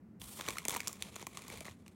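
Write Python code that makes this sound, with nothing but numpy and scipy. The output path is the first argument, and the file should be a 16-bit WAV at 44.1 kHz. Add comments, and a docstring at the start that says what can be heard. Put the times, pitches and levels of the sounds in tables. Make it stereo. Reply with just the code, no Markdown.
"""A small room with a low hum, close above a table: fingers slide into a thin plastic bag,
dig about, pinch a small part and draw it out. The film hisses where skin drags on it, creases
buckle in fine crackle and dry snaps, and the sheet flexes with soft falling pops. The hand adds
dull bumps underneath. The room answers the bag with one faint reflection and a short tail."""
import sys
import numpy as np
from scipy import signal
from scipy.fft import rfft, irfft, next_fast_len
from scipy.io import wavfile

SR = 44100
rng = np.random.default_rng(int(sys.argv[2]) if len(sys.argv) > 2 else 0)


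def pcm_store(signal):
    """Save signal as 16-bit PCM."""
    levels = np.round(np.clip(np.atleast_2d(signal), -1, 1) * 32767)
    wavfile.write(sys.argv[1], SR, levels.astype(np.int16).T)


N = 85995
T = np.arange(N) / SR

# EQ of the room tone: f/Hz, level/dB
HUM_EQ = [(25, -37), (80, -3.5), (140, -7), (205, 1.5), (270, -8), (350, -11.5), (500, -21), (800, -27.5),
          (2000, -35), (3500, -49.5), (16000, -50.5)]
# fader ride of the fingers sliding in: t/s, level/dB
SLIDE_RIDE = [(.198, -51.5), (.211, -59), (.232, -51), (.35, -52.5), (.378, -48), (.44, -72), (.5, -51),
              (.595, -57)]
# bright hiss of that slide: f/Hz, level/dB
SLIDE_EQ = [(200, -8), (650, -5.5), (1100, -4), (1620, -12.5), (2810, -6), (3500, -5), (5630, -7),
            (7000, -5.5), (8700, 1), (10000, -3), (13000, -2.5), (16000, -9.5)]
# fader ride of the fingers rubbing inside and drawing back: t/s, level/dB
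RUB_RIDE = [(.38, -53.5), (.48, -51.5), (.56, -58.5), (.678, -59.5), (.70, -43.5), (.79, -56), (.86, -57),
            (.99, -57.5), (1.05, -53), (1.13, -62), (1.215, -50.5), (1.26, -68.5), (1.38, -52.5),
            (1.45, -61), (1.52, -52.5), (1.66, -55.5), (1.76, -73.5), (1.95, -71.5)]
# darker hiss of that rub: f/Hz, level/dB
RUB_EQ = [(120, -2), (300, -5), (440, 2.5), (720, -5), (1150, -3.5), (1560, -12.5), (2320, -2.5),
          (2930, -10), (3400, -5.5), (4990, -13), (7000, -9), (10000, -10), (16000, -22.5)]
# fader ride of the fine crackle: t/s, level/dB
CRACKLE_RIDE = [(.2, -60), (.34, -76), (.41, -43.5), (.445, -57), (.495, -46.5), (.54, -54), (.67, -61),
                (.695, -46), (.765, -49.5), (.79, -54.5), (.87, -52), (.96, -63.5), (1.13, -64.5),
                (1.2, -55.5), (1.27, -75), (1.38, -59.5), (1.64, -57.5), (1.73, -60)]
# EQ of a cracking crease: f/Hz, level/dB
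CRACK_EQ = [(200, -28), (700, -12), (1100, -3.5), (1600, -9), (2330, -1), (2950, -6.5), (3480, -2.5),
            (4900, -6), (5800, 0), (7100, 3), (7950, -1), (8700, 0), (12500, -6), (14600, -8.5)]
# buckling creases: t/s, crack level/dB, tilt/(dB per octave), facet f/Hz, ring level/dB, pop level/dB
SNAP_CUES = [(0.2161, -22.5, -2, 3220, -27, -33), (0.397, -25, -14, 2280, -29, -23.5),
             (0.4091, -19, 0.5, 1645, -25.5, -24.5), (0.4641, -25, -1, 2870, -25, -42),
             (0.4793, -22, -2.5, 1174, -16.5, -22), (0.4859, -9, -0.5, 2360, -19, -13.5),
             (0.5059, -17.5, 0.5, 2400, -20, -25.5), (0.5556, -26, -7, 1900, -26.5, -33),
             (0.5694, -27, 0, 1270, -18, -45), (0.5838, -14, 1, 2160, -15, -37),
             (0.6523, -11, 2, 2450, -22.5, -23), (.657, -23, -11, 1006, -27, -27),
             (0.6829, -4, 2, 3430, -17, -15), (0.695, -9.5, -1.5, 6200, -36, -35),
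             (0.7062, -12.5, -1.5, 6650, -27, -35), (0.7163, -15, 8, 9090, -22, -29),
             (0.7382, -19, -9, 980, -25, -27), (.7420, -15.5, 1.5, 6330, -36, -32),
             (0.749, -16.5, -0.5, 1940, -20, -21), (0.763, -12.5, -6.5, 2280, -18, -24),
             (0.7672, -11.5, 8, 956, -15, -27.5), (0.8042, -15.5, -1.5, 2396, -13, -48),
             (0.8731, -9, -0.5, 6450, -28, -28), (0.8804, -9, 2.5, 7000, -7.5, -37),
             (0.9292, -19.5, 4.5, 7240, -27, -56), (1.0235, -11.5, -0.7, 3620, -14.5, -43),
             (1.1575, -21, -2, 6900, -31, -34.5), (1.1622, -19, -4.5, 7100, -28, -26),
             (1.2262, -24.5, -6.5, 960, -35, -25.5), (1.2681, -16, 3, 2400, -23.5, -23.5),
             (1.2691, -28.5, -5.5, 1050, -23, -24), (1.3723, -16.5, -3, 1150, -24, -52),
             (1.4202, -27, .5, 2400, -36, -51), (1.5007, -25.5, 3, 2260, -24, -26.5),
             (1.481, -23, 1, 4870, -34.5, -33), (1.5373, -33, -4, 453, -23.5, -40),
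             (1.5736, -24.5, 4, 2270, -27.5, -54), (1.6063, -21.5, 4, 2330, -25.5, -34),
             (1.6097, -32, -2, 630, -26.5, -26.5), (1.6540, -31, 11, 2060, -25.5, -29),
             (1.6817, -27, -11, 2020, -23, -23), (1.863, -35, -7, 2720, -35.5, -43),
             (1.8798, -31, -1.7, 2360, -38, -52)]
# EQ of the sheet's soft pop: f/Hz, level/dB
POP_EQ = [(80, -16), (250, -2), (380, -0.5), (900, -8.5), (1600, -16), (4000, -54)]
# bumps of the hand: t/s, level/dB
BUMP_CUES = [(.24, -54.5), (0.502, -55.5), (1.562, -55), (1.715, -56)]
# slight treble lift of the room's tail: f/Hz, level/dB
TAIL_EQ = [(5000, 9.5), (16000, 11)]
# phase between the two microphone ports: f/Hz, left lead/rad
PORT_LEAD = [(350, 0), (600, -.5), (950, .2), (4400, .1), (5600, -.9), (7320, -1.2), (16000, -1.6)]
# balance between the ports: f/Hz, left minus right level/dB
PORT_PAN = [(150, 0), (330, 1.5), (500, -1), (720, -5), (1100, .5), (2000, -.4)]

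FILM_WIDTH_DB = -13.5  # side against mid in the film's noise
GRIP_ROUGH_DB, GRIP_PER_S = 4, 120  # depth and pace of the skin's catch and slip
CRACK_RISE_S, CRACK_TAIL_S, CRACK_TAIL_DB = .00034, .003, -16
NEIGHBOUR_LAG_S, NEIGHBOUR_DB = 0.00156, -8
FACET_DECAY_CYCLES, OVERTONE_RATIO, OVERTONE_DB = 2.73, 1.96, -12
CRACKLE_PER_S, CRACKLE_SPREAD_DB, CRACKLE_TILT_DB = 380, 5.5, -3.5
CRACKLE_LOW_HZ, CRACKLE_HIGH_HZ, CRACKLE_RING_DB = 903, 4270, -7  # the tiny facets' rings
CROSSING_S = 0.003082  # time a 500 Hz bending wave takes to cross the sheet
ECHO_S, ECHO_DB, TAIL_DB, TAIL_T60_S = 0.0075, -25.5, -12.5, 0.27


def undb(db):
    """Decibels to gain."""
    return 10 ** (np.asarray(db) / 20)


def unit_energy(x):
    """Scale each channel to an energy of one."""
    return x / np.sqrt(np.sum(x ** 2, axis=-1, keepdims=True))


def unit_rms(x):
    """Scale to an rms of one."""
    return x / np.std(x)


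def fader(points):
    """Gain over time from t/s, level/dB points; silent before the first and after the last."""
    at, db = np.array(points).T
    return undb(np.interp(T, at, db)) * (T >= at[0]) * (T <= at[-1])


def along(points, f):
    """Read a curve at f on a log-frequency axis."""
    hz, value = np.array(points).T
    return np.interp(np.log(f + 1), np.log(hz), value)


def eq(x, points, tilt_db=0):
    """Minimum-phase EQ, tilted above 1 kHz by tilt_db per octave."""
    size = x.shape[-1]
    n = next_fast_len(size) * 2
    f = np.arange(n // 2 + 1) * SR / n
    gain_db = along(points, f) + tilt_db * np.log2(np.maximum(f, 1000) / 1000)
    cepstrum = irfft(np.log(undb(gain_db)), n)
    cepstrum[1:n // 2] *= 2  # folded forward, so nothing rings ahead of an attack
    cepstrum[n // 2 + 1:] = 0
    return irfft(rfft(x, n) * np.exp(rfft(cepstrum)), n)[..., :size]


def add(out, at, x):
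    """Mix a short stereo sound in at a time in seconds."""
    i = int(np.clip(at * SR, 0, N - 1))
    out[:, i:i + x.shape[1]] += x[:, :N - i]


def noise(size, width_db):
    """Mid/side white noise, with the side at width_db."""
    mid, side = rng.standard_normal((2, size))
    return mid + undb(width_db) * side * np.array([[1], [-1]])


def room_hum(level_db=-57):
    """A low, steady bed of room tone, nearly mono."""
    return undb(level_db) * unit_rms(eq(noise(N, width_db=-18), HUM_EQ))


def finger_friction(ride, spectrum):
    """Skin drags over film: a hiss that catches and slips."""
    grip = np.interp(T * GRIP_PER_S, np.arange(N), rng.standard_normal(N))
    hiss = noise(N, FILM_WIDTH_DB) * undb(GRIP_ROUGH_DB * grip)
    return unit_rms(eq(hiss, spectrum)) * fader(ride)


def crease_crack(t):
    """A crease lets go: a sharp crack, a neighbouring fold just after, and a weak shiver of film."""
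    late = np.maximum(t - NEIGHBOUR_LAG_S * (.5 + rng.random()), 0)
    first, neighbour = (u / CRACK_RISE_S * np.exp(1 - u / CRACK_RISE_S) for u in (t, late))
    shiver = undb(CRACK_TAIL_DB) * np.exp(-t / CRACK_TAIL_S)
    return noise(len(t), FILM_WIDTH_DB) * (first + undb(NEIGHBOUR_DB) * neighbour + shiver)


def facet_ring(t, hz):
    """A small panel of film rings for a few cycles at its own pitch, with a weaker overtone."""
    cycles = t * hz
    phase = 2 * np.pi * cycles
    tone = np.sin(phase) + undb(OVERTONE_DB) * np.sin(phase * OVERTONE_RATIO)
    envelope = np.exp(-cycles / FACET_DECAY_CYCLES) * (1 - np.exp(-cycles))
    return unit_energy(tone * envelope)


def crackle(size=400, candidates=1600):
    """Tiny creases give way at random as the film is worked, each with a pitch of its own."""
    out, t = np.zeros((2, N)), T[:size]
    for chance, when, strength, pitch in rng.random((candidates, 4)):
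        crack = unit_energy(crease_crack(t))
        if chance < CRACKLE_PER_S * T[-1] / candidates:
            ring = facet_ring(t, CRACKLE_LOW_HZ * (CRACKLE_HIGH_HZ / CRACKLE_LOW_HZ) ** pitch)
            gain = undb(CRACKLE_SPREAD_DB * min(-np.log(strength), np.e))  # many soft, a few loud
            add(out, when * T[-1], gain * (crack + undb(CRACKLE_RING_DB) * ring))
    return unit_rms(eq(out, CRACK_EQ, CRACKLE_TILT_DB)) * fader(CRACKLE_RIDE)


def sheet_pop(size):
    """A jolt crosses the sheet as a bending wave: lows travel slower, so the pop falls in pitch."""
    f = np.arange(size + 1) * SR / (2 * size)
    phase_lag = 4 * np.pi * CROSSING_S * np.sqrt(500 * f)
    wave = irfft(np.exp(-1j * phase_lag) * undb(along(POP_EQ, f)))
    return unit_energy(wave[:size])


def snaps(size=1024):
    """The accents: each buckling crease cracks, rings its facet and jolts the sheet."""
    out, t, pop = np.zeros((2, N)), T[:size], sheet_pop(size)
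    for at, crack_db, tilt_db, hz, ring_db, pop_db in SNAP_CUES:
        crack = unit_energy(eq(crease_crack(t), CRACK_EQ, tilt_db))
        add(out, at, undb(crack_db) * crack + undb(ring_db) * facet_ring(t, hz) + undb(pop_db) * pop)
    return out


def hand_bumps(sigma_s=0.03):
    """The hand pushes and pulls at the bag: short, dull swells of low end."""
    low_band = signal.butter(3, [50, 125], "bandpass", fs=SR, output="sos")
    swells = sum(undb(db) * np.exp(-.5 * ((T - at) / sigma_s) ** 2) for at, db in BUMP_CUES)
    return swells * unit_rms(signal.sosfilt(low_band, rng.standard_normal(N)))


def room_reverb(x):
    """The room's return: one faint reflection and a short diffuse tail, different in each ear."""
    echo = np.array([np.interp(T - ECHO_S, T, side, left=0) for side in x])
    t = T[:SR // 2]
    envelope = undb(-60 * t / TAIL_T60_S) * (1 - np.exp(-t / 0.0012))
    impulses = [unit_energy(eq(rng.standard_normal(len(t)) * envelope, TAIL_EQ)) for _ in range(2)]
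    tail = np.array([signal.fftconvolve(side, impulse)[:N] for side, impulse in zip(x, impulses)])
    return undb(ECHO_DB) * echo + undb(TAIL_DB) * tail


def scene():
    """The bag and its reverb over a dry bed of hum and bumps."""
    bed = room_hum() + hand_bumps()
    fingers = finger_friction(SLIDE_RIDE, SLIDE_EQ) + finger_friction(RUB_RIDE, RUB_EQ)
    bag = fingers + snaps() + crackle()
    return bag + room_reverb(bag) + bed


def record(dry):
    """Two microphone ports, a little apart in phase and level, then a low cut and a steep high cut."""
    f = np.arange(N + 1) * SR / (2 * N)
    left_port = undb(along(PORT_PAN, f) / 2) * np.exp(.5j * along(PORT_LEAD, f))
    ports = np.array([left_port, 1 / left_port])
    heard = irfft(rfft(dry, 2 * N) * ports, 2 * N)[:, :N]
    low_cut = signal.butter(3, 42, "highpass", fs=SR, output="sos")
    high_cut = signal.ellip(8, .2, 70, 16000, fs=SR, output="sos")
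    return signal.sosfilt(high_cut, signal.sosfilt(low_cut, heard))


dry = scene()
out = record(dry)
pcm_store(out)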